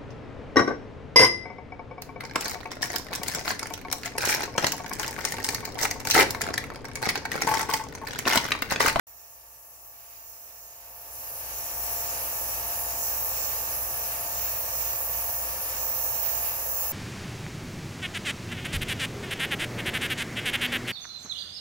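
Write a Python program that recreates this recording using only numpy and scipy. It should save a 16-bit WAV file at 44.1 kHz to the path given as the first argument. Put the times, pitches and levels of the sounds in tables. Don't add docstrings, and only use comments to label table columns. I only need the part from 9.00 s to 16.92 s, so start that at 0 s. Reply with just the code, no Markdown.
import sys
import numpy as np
from scipy import signal
from scipy.fft import rfft, irfft, next_fast_len
from scipy.io import wavfile

SR = 44100
rng = np.random.default_rng(int(sys.argv[2]) if len(sys.argv) > 2 else 0)


def inscribe(sig):
    pcm = np.round(np.clip(np.atleast_2d(sig).T, -1, 1) * 32767)
    wavfile.write(sys.argv[1], SR, pcm.astype(np.int16))


N = 349272
TIME = np.arange(N) / SR
FFT_SIZE = next_fast_len(N + 4000)
BINS_HZ = np.maximum(np.arange(FFT_SIZE // 2 + 1) * SR / FFT_SIZE, 1)
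OPPOSITE = np.array([[1], [-1]])


def from_db(db):
    return 10 ** (np.asarray(db) / 20)


def rms_one(x):
    return x / np.sqrt(np.mean(x ** 2) + 1e-20)


def at_hz(table, hz, column=1):
    table = np.array(table)
    return np.interp(np.log(hz), np.log(np.maximum(table[:, 0], 1)), table[:, column])


def in_time(table):
    times, *columns = np.transpose(table)
    return [np.interp(TIME, times, column) for column in columns]


def filtered(x, response):
    return irfft(rfft(x, FFT_SIZE) * response, FFT_SIZE)[..., :N]


def drift(rate_hz, count, times=TIME):
    pole = np.exp(-128 * np.pi * rate_hz / SR)
    noise = rng.standard_normal((count, N // 64 + 1502))
    slow = signal.lfilter([1], [1, -2 * pole, pole * pole], noise)[:, 1500:]
    return [np.interp(times * SR / 64, np.arange(len(row)), row / row.std()) for row in slow]


def panned(x, pan_db):
    return x * from_db(pan_db * OPPOSITE / 2)


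# (frequency [Hz], relative level [dB])
RUMBLE_COLOUR = [(21, -24), (36, -8), (54, -2), (64, -8), (90, -11), (130, -19.5), (162, -14), (234, -15),
                 (419, -11), (681, -2), (765, -6), (904, -2), (1020, -5.5), (1160, -2.5), (1470, -14),
                 (1730, -2.5), (1950, -14), (2540, -46), (4290, -120)]
# (frequency [Hz], likeness [-1 to 1])
RUMBLE_LIKENESS = [(60, 1), (130, 1), (290, 0.87), (640, 0.3), (1410, -0.55), (3100, 0.36), (6820, -0.19),
                   (15000, -0.12)]
# (frequency [Hz], pan [dB])
MACHINE_PAN = [(60, -5), (110, -3.5), (200, -2.5), (380, -4.5), (700, -0.5), (1290, 0.5), (2380, 1),
               (4400, -13), (8120, -1.0), (15000, -1.5)]
def rumble():
    alike = np.clip(at_hz(RUMBLE_LIKENESS, BINS_HZ), -1, 1)
    colour = panned(from_db(at_hz(RUMBLE_COLOUR, BINS_HZ)), at_hz(MACHINE_PAN, BINS_HZ))
    mid_noise, side_noise = rng.standard_normal((2, N))
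    mid = filtered(mid_noise, colour * np.sqrt(1 + alike))
    side = filtered(side_noise, colour * np.sqrt(1 - alike))
    return rms_one(mid + side * OPPOSITE)


def drone(stroke_hz, overtones, waver, width):
    odd_lag_turns, blur_turns = .1, .17
    steps = np.arange(N // 8 + 1) * 8
    strokes = np.cumsum(np.broadcast_to(stroke_hz, N)[np.minimum(steps, N - 1)]) * 8 / SR
    out = 0
    for multiple, level_db in overtones:
        swell, twist, side_swell, side_twist = drift(1.14, count=4, times=steps / SR)
        whole = round(multiple)
        offset = odd_lag_turns * (whole % 2) + blur_turns * rng.standard_normal()
        tone = np.exp(2j * np.pi * (whole * strokes + offset))
        mid = (tone * (1 + waver * (swell + 1j * twist))).real
        side = (tone * width * (side_swell + 1j * side_twist)).real
        pan_db = at_hz(MACHINE_PAN, multiple * np.mean(stroke_hz))
        out = out + panned(from_db(level_db) * (mid + side * OPPOSITE), pan_db)
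    return signal.resample_poly(out, 8, 1, axis=1)[:, :N]


# (frequency [Hz], level [dB])
FAINT_TONES = [(1494, -28), (1744, -23), (1855, -26), (1900, -29)]
def faint_tones():
    return drone(1, FAINT_TONES, waver=.5, width=.4)


# (multiple of the stroke rate, level [dB])
SLOW_OVERTONES = [(4, -23), (5, -10), (6, -12.5), (10, -21.5)]
# (frequency [Hz], level [dB])
WAVERING_HUM = [(56, -19.5)]
def slow_machine(stroke_hz=19.69):
    hum = from_db(-4.5) * drone(stroke_hz, SLOW_OVERTONES, waver=.084, width=.19)
    bass = drone(stroke_hz, [(3.4, -5.5)], waver=.08, width=.08)
    return hum + bass + drone(1, WAVERING_HUM, waver=.74, width=.2)


# (multiple of the stroke rate, level [dB])
STEADY_OVERTONES = [(3, -25), (5, -20), (6, -37), (7, -25.5), (10, -29), (11, -29), (14, -28.5), (16, -21),
                    (18, -23.5), (19, -17.5), (20, -18.5), (21, -13), (22, -12.5), (23, -14.5), (24, -29),
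                    (26, -13.5), (30, -32), (31, -37), (32, -29), (48, -15)]
def steady_compressor(stroke_hz=24.63):
    return from_db(-2) * drone(stroke_hz, STEADY_OVERTONES, waver=.34, width=.35)


# (time [s], stroke rate [Hz])
STROKE_RATE = [(.1, 27.8), (3.4, 27.82), (3.55, 27.76), (4.42, 27.87), (5.51, 27.76), (6.7, 27.86),
               (7.18, 27.77), (7.9, 27.89)]
# (multiple of the stroke rate, level [dB])
BUZZ_OVERTONES = [(2, -24), (3, -15.5), (4, -15.5), (5, -34), (9, -26.5), (12, -23.5), (13, -26.5),
                  (14, -28), (15, -22.5), (16, -19.5), (17, -15), (20, -23), (21, -15), (22, -11),
                  (26, -13), (27, -12), (28, -15), (29, -16.5), (30, -6.5), (31, -13.5), (33, -7.5),
                  (34, -15), (35, -23), (36, -17), (38, -17.5), (39, -14.5), (40, -27), (41, -9), (42, -14),
                  (43, -17), (44, -16), (46, -16.5), (47, -17), (48, -21.5)]
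# (time [s], swell [dB])
WHINE_SWELL = [(.15, -10.5), (2.12, -9.5), (2.45, -15.5), (2.7, -12.5), (2.97, -6), (3.22, -16), (3.5, -17),
               (3.7, -6.5), (3.92, -9.5), (4.3, -16), (4.95, -14.5), (5.26, -7.5), (5.55, -17),
               (6.05, -14.5), (6.29, -9), (6.58, -16), (7.07, -16), (7.25, -8), (7.44, -8.5), (7.62, -17),
               (7.92, -15)]
# (multiple of the stroke rate, base level [dB], share of the swell added [negative = sinks])
WHINE_OVERTONES = [(19, -22, -0.86), (24, -11.5, -0.054), (25, 5.5, 0.83), (23, -14, 0.18), (32, -3.5, 0.4)]
def whining_compressor():
    stroke_hz, = in_time(STROKE_RATE)
    swell_db, = in_time(WHINE_SWELL)
    out = from_db(-2.5) * drone(stroke_hz, BUZZ_OVERTONES, waver=.21, width=.24)
    for multiple, level_db, share in WHINE_OVERTONES:
        whine = drone(stroke_hz, [(multiple, level_db)], waver=.068, width=.18)
        out += from_db(share * swell_db) * whine
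    return out


# (time [s], nozzle height [0 low to 1 high])
TURNING_POINTS = [(.05, 1.), (.75, 0.), (1.45, .9), (2.12, .1), (2.8, 1.), (3.52, 0.), (4.25, 1.),
                  (4.9, .1), (5.62, 1.), (6.3, .1), (7.05, 1.), (7.78, 0.), (8.5, 1.)]
def nozzle_height():
    times, heights = np.transpose(TURNING_POINTS)
    progress = np.interp(TIME, times, np.arange(len(times)))
    turn = np.minimum(progress.astype(int), len(times) - 2)
    eased = (1 - np.cos(np.pi * (progress - turn))) / 2
    return heights[turn] + (heights[turn + 1] - heights[turn]) * eased


# (pitch low [Hz], pitch high [Hz], width [Hz], level low [dB], level high [dB], pan [dB])
WHISTLE_BANDS = [(6280, 5780, 400, -13, -18, -14), (5100, 5750, 150, -32, -15, -3),
                 (5450, 6120, 180, -30, -17, -3), (11380, 14000, 520, -2, -9, 6),
                 (13430, 13000, 530, -15, -5, 0)]
def airy_whistles(height):
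    out = 0
    for low_hz, high_hz, width_hz, low_db, high_db, pan_db in WHISTLE_BANDS:
        lowpass = signal.butter(2, width_hz / 2, fs=SR, output="sos")
        slow_noise = signal.sosfilt(lowpass, rng.standard_normal((2, N)))
        phase = 2 * np.pi * np.cumsum(low_hz + (high_hz - low_hz) * height) / SR
        band = rms_one(slow_noise[0] * np.cos(phase) + slow_noise[1] * np.sin(phase))
        out = out + panned(from_db(low_db + (high_db - low_db) * height) * band, pan_db)
    return out


def clutter_paths(count=8, shrink=.11):
    low_ms = rng.uniform(1.5, 6, (count, 2))
    high_ms = low_ms * (1 - shrink * rng.uniform(.2, 1.8, (count, 2)))
    level_db = -9 - .5 * low_ms
    return np.column_stack([low_ms[:, 0], high_ms[:, 0], low_ms[:, 1], high_ms[:, 1], level_db])


# (left low [ms], left high [ms], right low [ms], right high [ms], left level [dB], right level [dB])
SOUND_PATHS = [(0., .006, 0., 0., 0., 0.), (.53, .4, .41, .55, -11, -9), (.9, .74, .86, .76, -12, -11),
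               (1.36, 1.28, 1.42, 1.3, -9, -14), (1.95, 1.78, 1.9, 1.76, -14, -14),
               (2.45, 2.16, 2.38, 2.05, -7, -11), (2.85, 2.65, 2.9, 2.7, -10, -7),
               (4.1, 3.8, 4.3, 3.9, -11, -13)]
def jet_with_echoes(height, stray_share=.03, echo_cut_hz=5200):
    substeps = 12
    noise = substeps * irfft(rfft(rng.standard_normal(FFT_SIZE)), substeps * FFT_SIZE)
    now = substeps * (np.arange(N) + 1000)
    paths = np.vstack([SOUND_PATHS, clutter_paths()])
    sideways, = drift(.6, count=1)
    direct, echoes = np.zeros((2, 2, N))
    for index, path in enumerate(paths):
        arrival = echoes if index else direct
        for ear in range(2):
            low_ms, high_ms = path[2 * ear:2 * ear + 2]
            stray_ms = stray_share * rng.uniform(-1, 1) * low_ms * sideways
            delay_ms = low_ms + (high_ms - low_ms) * height + stray_ms
            lag = (delay_ms * substeps * SR / 1000).astype(int)
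            arrival[ear] += from_db(path[4 + ear]) * noise[now - lag]
    highpass = signal.butter(2, echo_cut_hz, "high", fs=SR, output="sos")
    return direct + signal.sosfilt(highpass, echoes)


# (frequency [Hz], level against the direct jet [dB])
ROOM_HISS = [(1400, 9), (4500, 0.5), (6500, -0.5), (10000, -3.5), (15000, -5)]
# (frequency [Hz], left relative level [dB], right relative level [dB])
HISS_COLOUR = [(1350, -19, -15.5), (1970, -27, -17), (2470, -20, -13), (2750, -18, -13.5), (3290, -24, -22),
               (4260, -18.5, -17.5), (5250, -21.5, -9.5), (5580, -17, -6.5), (6630, -11.5, -6.5),
               (7300, -7.5, -8), (8070, -15, -22), (8880, -14, -13.5), (10900, -3.5, -2.5),
               (11500, -2.5, -8.5), (12850, -1, -3), (13500, -0.5, 1.5), (14350, 2.5, 4.5), (14950, 13, 0),
               (15350, 10, 12), (15800, 14.5, 3.5)]
# (frequency [Hz], lead [radians])
LEFT_LEAD = [(0, 0), (1000, .2), (1800, 3.1), (2500, 1.5), (4200, 2.5), (5200, 1), (6200, 3.3), (7500, 3.7),
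             (8300, 6.6), (9500, 9.2), (11000, 11.2), (12000, 12.9), (12800, 15.3), (13600, 15.9),
             (15000, 17.2), (16000, 18.4)]
def jet_hiss(height, low_cut_hz=1500):
    jet = jet_with_echoes(height)
    room = filtered(rng.standard_normal((2, N)), from_db(at_hz(ROOM_HISS, BINS_HZ)))
    colour = from_db([at_hz(HISS_COLOUR, BINS_HZ, column) for column in (1, 2)])
    lead = np.exp(.5j * at_hz(LEFT_LEAD, BINS_HZ) * OPPOSITE)
    low_cut = 1 / np.sqrt(1 + (low_cut_hz / BINS_HZ) ** 8)
    return filtered(jet + room, colour * lead * low_cut)


def split_bands(hiss, edges_hz, softness_hz=700):
    below = [0] + [1 / (1 + (BINS_HZ / hz) ** (hz / softness_hz)) for hz in edges_hz] + [1]
    bands = [filtered(hiss, upper - lower) for lower, upper in zip(below, below[1:])]
    centred = [band / band.std(axis=1, keepdims=True) for band in bands]
    return [band / band.mean(axis=0).std() for band in centred]


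# (height [0 to 1], spray level [dB], body level [dB],
# bright level [dB], body pan [dB], bright pan [dB], top pan [dB])
HISS_BY_HEIGHT = [(0, -7, -3, 3, -1, 0.81, -2.5), (.3, -5.5, -6, 3.9, -1, -0.77, -1),
                  (.55, -5, -3, 2.3, -0.5, -0.14, -1), (.8, -5.5, -1, 2.1, -3.5, 1, -2.5),
                  (1, -6.5, -2.5, 2.1, -2.5, 1.8, -1)]
# (time [s], added level [dB])
BODY_CHANGE = [(.12, 0.5), (.6, 1.5), (1.3, 1), (1.9, 0), (2.6, 0), (3.3, 0), (4.5, 1), (5.1, 0),
               (6.2, 0.5), (7.92, -1.5)]
# (time [s], added bright level [dB], bright pan [dB], top pan [dB])
TREBLE_CHANGE = [(.12, -0.5, 0, -2), (.4, -1, 0, 3), (.9, -1, 0, 3), (1.5, 0, 0, -2), (1.85, -1.5, -1, 2),
                 (2.2, 0, -0.17, 2), (2.7, 2.5, 1.5, 4), (3.3, -0.7, -1.4, 4), (3.85, -0.5, -1, 4),
                 (4.1, 1.5, 0, 1), (4.6, -1.5, -0.79, -1), (5.2, -1.2, 0.16, 5), (5.85, -1.5, 1, -3),
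                 (6.3, -2.5, 2, 1), (6.7, 1.7, 1, 2), (6.9, -1.5, 1, -1), (7.35, -1.5, -1, -4),
                 (7.55, -0.66, 0.65, 1), (7.92, 0, 2, 0)]
# (time [s], top level [dB], very top level [dB])
TOP_LEVELS = [(0.1, -56, -56), (0.47, -60, -60), (0.88, -57, -54), (0.99, -58, -58), (1.27, -54, -53),
              (1.84, -56, -57), (2.55, -44.5, -49), (2.95, -44, -33), (2.99, -38, -38), (3.25, -44, -43),
              (3.29, -40, -36), (3.83, -43, -41), (4.1, -39, -34), (4.6, -38.5, -38), (4.64, -40.5, -44),
              (5.12, -41, -43), (5.16, -47, -43), (5.44, -35.5, -34), (5.57, -42, -36), (5.59, -41, -32),
              (5.9, -37.5, -36), (6.05, -39, -41), (6.33, -42, -29), (6.72, -43, -43), (6.83, -36.5, -32),
              (7.33, -37, -34), (7.46, -36, -41), (7.62, -46, -34), (7.81, -45, -25), (7.9, -39, -35)]
def airbrush(height, volume_db, flicker_db=1.16):
    heights, *columns = np.transpose(HISS_BY_HEIGHT)
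    spray_db, body_db, bright_db, body_pan, bright_pan, top_pan = [
        np.interp(height, heights, column) for column in columns]
    slow_body_db, = in_time(BODY_CHANGE)
    slow_bright_db, slow_bright_pan, slow_top_pan = in_time(TREBLE_CHANGE)
    top_db, very_top_db = in_time(TOP_LEVELS) - volume_db
    spray_db += 5 * np.exp(-((TIME - 1.06) / .15) ** 2)
    levels_db = [spray_db, body_db + slow_body_db, bright_db + slow_bright_db, top_db, very_top_db]
    pans_db = [-2.9, body_pan, bright_pan + slow_bright_pan] + 2 * [top_pan + slow_top_pan]
    bands = split_bands(jet_hiss(height), edges_hz=(5050, 9120, 13240, 14540))
    flickers = drift(6, count=5)
    return sum(from_db(level_db + flicker_db * flicker) * panned(band, pan_db)
               for band, level_db, pan_db, flicker in zip(bands, levels_db, pans_db, flickers))


# (time [s], level [dB])
OVERALL_VOLUME = [(.1, -62), (1.73, -59), (2.3, -50), (2.92, -43), (7.92, -43)]
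def scene():
    volume_db, = in_time(OVERALL_VOLUME)
    height = nozzle_height()
    compressors = whining_compressor() + steady_compressor()
    machines = compressors + slow_machine() + faint_tones() + from_db(-1.5) * rumble()
    return from_db(volume_db) * (machines + airbrush(height, volume_db) + airy_whistles(height))


def record(dry):
    start_s, fade_s, cutoff_hz = .068, .0028, 15730
    fade_in = np.clip((TIME - start_s) / fade_s, 0, 1)
    lowpass = signal.ellip(14, .3, 75, cutoff_hz, fs=SR, output="sos")
    return signal.sosfilt(lowpass, dry * fade_in)


dry = scene()
out = record(dry)
inscribe(out)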